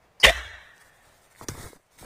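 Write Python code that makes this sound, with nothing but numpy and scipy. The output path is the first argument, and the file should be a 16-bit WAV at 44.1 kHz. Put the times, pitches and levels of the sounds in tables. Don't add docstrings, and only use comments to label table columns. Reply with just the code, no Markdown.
import sys
import numpy as np
from scipy import signal
from scipy.fft import rfft, irfft, next_fast_len
from scipy.io import wavfile
from scipy.ndimage import uniform_filter1d, map_coordinates

SR = 44100
rng = np.random.default_rng(int(sys.argv[2]) if len(sys.argv) > 2 else 0)


def boost(x):
    u = np.asarray(x, float) / 20
    return 10 ** u


def bounce(signal):
    frames = np.transpose(np.atleast_2d(signal))
    limited = np.clip(frames, -1, 1)
    pcm = np.round(limited * 32767).astype(np.int16)
    wavfile.write(sys.argv[1], SR, pcm)


N = 90404

# time in seconds, brushing level in dB, pressure level in dB.
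CLOTH_MOVES = [(1.3, -75, -82), (1.34, -70.5, -91), (1.39, -55.5, -64), (1.44, -52, -46.5),
               (1.458, -68.5, -54), (1.482, -61.5, -53.5), (1.492, -43, -39), (1.518, -52, -42),
               (1.56, -53, -45), (1.63, -47.5, -45), (1.68, -51.5, -47), (1.72, -59.5, -55.5),
               (1.765, -63, -58), (1.785, -74, -66), (1.9, -79, -87), (1.93, -64, -77), (1.975, -66.5, -67),
               (1.99, -51.5, -63.5), (2.05, -55, -44)]


def unit(x):
    return x / np.sqrt(np.mean(x ** 2) + 1e-20)


def along(points, hz):
    f, v = np.transpose(points)
    return np.interp(np.log(hz + 1), np.log(f + 1), v)


def curves(rows):
    s, *cols = np.transpose(rows)
    return [np.interp(np.arange(N) / SR, s, c) for c in cols]


def wobble(rate_hz):
    knots = rng.standard_normal(int(N * rate_hz / SR) + 4)
    return map_coordinates(knots, [np.arange(N) * rate_hz / SR])


def filtered(x, response):
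    m = next_fast_len(N + SR // 2)
    return irfft(rfft(x, m) * response(np.fft.rfftfreq(m, 1 / SR)), m)[..., :N]


def hiss(spectrum):
    return unit(filtered(rng.standard_normal(N), lambda hz: boost(along(spectrum, hz))))


def since(start_s):
    return np.clip(np.arange(N) / SR - start_s, 0, None)


def ring(start_s, db, hz, t60_s, rise_s):
    t = since(start_s)
    return boost(db - 60 * t / t60_s) * (1 - np.exp(-t / rise_s)) * np.sin(2 * np.pi * hz * t)


def bell(x, centre, width):
    return np.exp(-.5 * ((x - centre) / width) ** 2)


def streaky(x, depth_db):
    z = signal.stft(x, nperseg=1024)[2]
    field = uniform_filter1d(rng.standard_normal(z.shape), 3, 0)
    field = unit(uniform_filter1d(field, 5, 1))
    gain = boost(depth_db * np.minimum(field, .6))
    return unit(signal.istft(z * gain, nperseg=1024)[1][:N])


def lead_in():
    # frequency in Hz, density in dB per Hz.
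    bright_colour = [(2060, -87), (3500, -53), (4180, -23.5), (4740, -0.5), (7900, -28), (8790, -20),
                     (15800, -43.5)]
    low_colour = [(200, -19.5), (700, 0), (2000, -5), (3000, -14), (3600, -35)]
    start_s, length_s, level_db = .199, 0.025, -41
    t = since(start_s)
    level = boost(level_db + 3 * wobble(200))
    fade_in = np.clip(t / 0.0021, 0, 1)
    fade_out = np.clip((length_s + 0.0064 - t) / 0.012, 0, 1)
    return level * fade_in * fade_out * (hiss(bright_colour) + boost(-14.5) * hiss(low_colour))


def chatter():
    # time in seconds, force level in dB.
    force = [
        (.222, -74),
        (.232, -31.5),
        (.24, -18),
        (.253, -14.5),
        (.261, -19),
        (.285, -26.5),
        (.3, -25),
        (.315, -40),
        (.34, -55.5),
    ]
    # frequency in Hz, density in dB per Hz.
    chatter_colour = [(59, -46), (110, -14), (250, -16.5), (556, -7.5), (1350, -16), (2030, -6),
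                      (4440, -17.5), (9920, -25), (15800, -37)]
    force_db, = curves(force)
    touching = (since(force[-1][0]) == 0) * (since(force[0][0]) > 0)
    return boost(force_db + 2.59 * wobble(300)) * touching * hiss(chatter_colour)


def contacts():
    # start in seconds, level in dB, frequency in Hz, t60 in seconds.
    contact_modes = [(0.2255, -39, 3020, .08), (0.2283, -29, 3026, 0.056), (0.2305, -17, 2990, 0.051),
                     (.2335, -21, 2890, .07), (.227, -34, 2094, 0.061), (.2345, -20, 2065, .1),
                     (.2425, -15, 2058, 0.054), (.241, -17.5, 2390, 0.047), (.247, -14, 2550, 0.034),
                     (.2465, -23.5, 4660, 0.046), (.263, -16.5, 2074, 0.025), (.264, -20, 3610, 0.027),
                     (.276, -18, 2790, .03), (.2885, -19.5, 2940, 0.021), (.301, -17.5, 1930, 0.022),
                     (.308, -26, 1750, 0.028), (.316, -28, 1950, .02), (0.239, -6, 3127, 0.044),
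                     (0.2427, -3.5, 3098, 0.026), (0.244, -9, 2820, 0.037), (0.247, -6.5, 2980, 0.019),
                     (.2495, -11.5, 2038, 0.054), (0.2514, -7.5, 1930, .02), (.262, -14, 2970, .015),
                     (.269, -9.5, 1900, 0.02), (0.269, -13, 3430, 0.02), (.281, -11.5, 2000, 0.013),
                     (.281, -13, 3580, 0.023), (0.2848, -8.5, 1900, 0.02), (.293, -8.5, 1890, 0.018),
                     (.296, -15.5, 3610, 0.018), (.231, -23, 2056, .15), (.240, -14, 3760, 0.033),
                     (.250, -9.5, 3440, 0.014), (0.248, -15.5, 1080, 0.033), (0.2506, -6.5, 1800, .022),
                     (.270, -23.5, 4000, 0.014), (0.287, -14, 2400, 0.024), (0.326, -35, 1840, 0.043),
                     (.334, -24, 1900, 0.026), (.252, -26.5, 610, 0.031), (.268, -17.5, 540, 0.088),
                     (.277, -17.5, 643, 0.088), (.296, -18.5, 685, 0.065)]
    rise_s = 0.0019
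    rings = sum(ring(s, db + 5, hz, t60_s, rise_s) for s, db, hz, t60_s in contact_modes)
    return rings * boost(1.3 * wobble(900))


def trunk():
    # start in seconds, level in dB, frequency in Hz, t60 in seconds.
    trunk_modes = [
        (.259, -13, 54, .19),
        (.262, -29, 150, .14),
        (.348, -26, 61, .33),
        (.44, -41, 85, .4),
        (.53, -44, 60, .3),
        (.35, -46, 608, .8),
    ]
    rise_s = .012
    return sum(ring(*mode, rise_s) for mode in trunk_modes) * boost(.8 * wobble(30))


def blow():
    return lead_in() + chatter() + contacts() + trunk()


def forest():
    # frequency in Hz, t60 in seconds.
    near_t60 = [(100, 0.9), (600, 0.76), (1400, 0.84), (1800, 0.81), (2300, 0.74), (6000, 0.49),
                (12000, .35)]
    # frequency in Hz, density in dB per Hz.
    echo_colour = [(100, -29.5), (300, -21), (700, -12.5), (1800, -14), (4100, -12), (4400, -32.5),
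                   (5800, -18.5), (16000, -34.5)]
    # frequency in Hz, width in Hz, level in dB.
    wedge_modes = [(1610, 40, -1), (1755, 64, 6.5), (1900, 43, 6.5), (2220, 25, 0.5), (2610, 44, 3),
                   (3216, 30, 0.5), (3580, 42, 1.5), (3973, 50, 0.5)]
    start_s, level_db, far_db, far_longer = 0.28, -31.5, -9, 2.17

    def ringing(f):
        modes = sum(boost(db) * 1j * f * w / (c * c - f * f + 1j * f * w) for c, w, db in wedge_modes)
        return 0.59 + abs(modes)

    noise = streaky(filtered(hiss(echo_colour), ringing), depth_db=5.0)
    hz, s, z = signal.stft(noise, SR, nperseg=256)
    fall_db = -60 * np.clip(s - start_s, 0, None) / along(near_t60, hz)[:, None]
    decay = boost(fall_db) + boost(far_db + fall_db / far_longer)
    tail = signal.istft(z * decay, SR, nperseg=256)[1][:N]
    fade_in = np.clip(since(start_s - .04) / .04, 0, 1)
    return boost(level_db + 0.74 * wobble(40)) * fade_in * tail


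def linger():
    # frequency in Hz, width in Hz, level in dB, t60 in seconds.
    slope_lines = [(1680, 30, -45, 1.27), (1815, 55, -41.5, 1.6), (1930, 24.9, -48, 0.82),
                   (2220, 13, -54.5, 0.67), (2860, 20, -50.5, .8), (3040, 20, -51.5, .6),
                   (3348, 20, -48, 1.4), (3700, 13, -52, 0.89), (3600, 15, -52.5, 1), (3860, 15, -57, 0.7)]
    t = since(0.28)

    def line(hz, width_hz):
        return unit(filtered(rng.standard_normal(N), lambda f: bell(f, hz, width_hz)))

    lines = sum(boost(db - 60 * t / t60_s) * line(hz, width_hz) for hz, width_hz, db, t60_s in slope_lines)
    return np.clip(t / 0.063, 0, 1) * lines


def knocks():
    # start in seconds, level in dB, frequency in Hz, t60 in seconds.
    case_modes = [(1.35, -49, 1990, 0.0094), (1.360, -47, 1900, 0.0094), (1.4117, -30, 1044, 0.0088),
                  (1.4125, -41.5, 656, 0.019), (1.4128, -29.5, 354, 0.0086), (1.423, -42, 1248, .012),
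                  (1.4849, -33, 1780, 0.012), (1.487, -20.5, 333, 0.013), (1.4892, -31.5, 1220, 0.01),
                  (1.4933, -24, 109, 0.037), (1.515, -33, 127, .06), (1.519, -45, 420, 0.013),
                  (1.53, -37, 54.5, 0.069), (1.551, -44, 450, .01), (1.551, -41, 1100, 0.013),
                  (1.577, -38.5, 377, 0.023), (1.582, -39.5, 900, .01), (1.597, -38, 108, 0.032),
                  (1.62, -43.5, 1210, 0.011), (1.631, -42, 337, 0.021), (1.655, -40, 447, 0.018),
                  (1.661, -36, 101, 0.049), (1.677, -41.5, 400, 0.019), (1.702, -47, 300, 0.029),
                  (1.7311, -37, 444, 0.016), (1.7305, -43, 1000, 0.0047), (1.797, -53, 601, 0.011),
                  (1.988, -49, 2104, 0.0088), (2.011, -41, 204, 0.02), (2.017, -43.5, 151.3, 0.033),
                  (2.0275, -39.5, 740, 0.012), (2.0285, -40, 349, .018), (2.034, -45.5, 608, .015),
                  (2.039, -35, 54.2, 0.073)]
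    rise_cycles = 0.43
    return sum(ring(s, db + 7.5, hz, t60_s, rise_cycles / hz) for s, db, hz, t60_s in case_modes)


def snaps():
    colour = [(1500, -16), (4500, -10), (5890, 0), (7500, -9), (12000, -17), (15500, -24)]
    events = [(1.4845, -25.5, 0.039), (0.78, -53, .008)]
    bursts = sum(boost(db - 60 * since(s) / t60_s) * (since(s) > 0) for s, db, t60_s in events)
    return bursts * hiss(colour)


def cloth():
    # frequency in Hz, density in dB per Hz.
    cloth_colour = [(400, -10.5), (1000, -3), (2200, -2.5), (2800, -10.5), (3800, -4), (9000, -12.5),
                    (15000, -12), (15900, -31)]
    # frequency in Hz, width in Hz, level in dB.
    weave_bands = [(2620, 140, -9), (3130, 88, -4), (4502, 840, -2.5), (7510, 500, -2), (8520, 1200, 7),
                   (11660, 840, -3), (14270, 600, 0.5)]
    # time in seconds, level in dB, half length in seconds.
    shifts = [
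        (0.657, -72.5, 0.067),
        (0.772, -67, 0.017),
        (0.815, -61.5, 0.01),
        (.865, -64.5, 0.026),
        (.96, -69, 0.031),
        (1.06, -65, 0.032),
        (1.154, -65.5, 0.031),
        (1.25, -65, 0.029),
        (1.319, -67.5, 0.014),
    ]
    s = np.arange(N) / SR
    brush = (s > CLOTH_MOVES[0][0]) * boost(curves(CLOTH_MOVES)[0])
    brush = brush + sum(boost(db) * bell(s, at_s, half_s) for at_s, db, half_s in shifts)
    grain = boost(3.5 + 0.765 * wobble(65) + 0.97 * wobble(500))

    def weave(hz):
        return boost(sum(db * bell(hz, c, w) for c, w, db in weave_bands))

    return brush * grain * streaky(filtered(hiss(cloth_colour), weave), depth_db=6.5)


def rumble():
    # frequency in Hz, density in dB per Hz.
    rumble_colour = [(25, -0.5), (60, 1.5), (110, 1.5), (300, -8), (500, -10.5), (1200, -16), (2500, -26),
                     (5000, -80)]
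    pressing = np.arange(N) / SR > CLOTH_MOVES[0][0]
    press_db = curves(CLOTH_MOVES)[1] + 3.13 * wobble(25.06) + 2.76 * wobble(90)
    return pressing * boost(press_db) * hiss(rumble_colour)


def air():
    # frequency in Hz, density in dB per Hz.
    air_colour = [(25, -8.5), (160, -11), (250, -19.5), (600, -10.5), (1500, -19.5), (2500, -20),
                  (4500, -30), (14000, -40.5)]
    # time in seconds, level in dB over the calm.
    gusts = [
        (0, 1.5),
        (.6, 0.5),
        (1.1, 4.5),
        (1.6, -6),
        (1.85, -5.5),
        (2.05, 2),
    ]
    level_db = -63.5 + curves(gusts)[0] + 1.3 * wobble(3.1) + 0.99 * wobble(26)
    return boost(level_db) * streaky(hiss(air_colour), depth_db=0.5)


def starved(x):
    # start in seconds, end in seconds, frequency in Hz, half width in Hz.
    wide_slices = [(.44, .65, 2500, 60), (.7, .9, 2550, 60), (.86, 1.0, 3050, 90), (.6, .77, 4300, 130),
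                   (1.45, 1.483, 3000, 350), (1.45, 1.483, 4050, 200)]
    low_hz, high_hz, hole_share = 2150, 4400, .36
    early_db, late_db, early_until_s, wide_db = -24, -7, 1.03, -14
    hz, s, z = signal.stft(x, SR, nperseg=2048, noverlap=1536)
    field = uniform_filter1d(rng.standard_normal(z.shape), 2, 0)
    field = uniform_filter1d(field, 13, 1)
    presence = ((hz > low_hz) & (hz < high_hz))[:, None]
    hole = (field < np.quantile(field, hole_share)) * presence
    wide = sum(np.outer(abs(hz - at_hz) < half_hz, (s > start_s) & (s < end_s))
               for start_s, end_s, at_hz, half_hz in wide_slices)
    gain = boost(np.where(s < early_until_s, early_db, late_db) * hole + wide_db * wide)
    return signal.istft(z * gain, SR, nperseg=2048, noverlap=1536)[1][:N]


def scene():
    quiet = forest() + linger() + cloth() + rumble() + air()
    return (blow() + knocks() + snaps() + starved(quiet))[None]


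def low_pass(x):
    return signal.sosfilt(signal.butter(12, 15960, fs=SR, output="sos"), x)


def record(dry):
    top_hz = 15650
    held = dry / (1 + abs(dry / 1.05) ** 6) ** (1 / 6)

    def band_limit(hz):
        return np.sin(np.pi / 2 * np.clip((top_hz + 150 - hz) / 400, 0, 1)) ** 2

    return low_pass(filtered(held, band_limit))


dry = scene()
out = record(dry)
bounce(out)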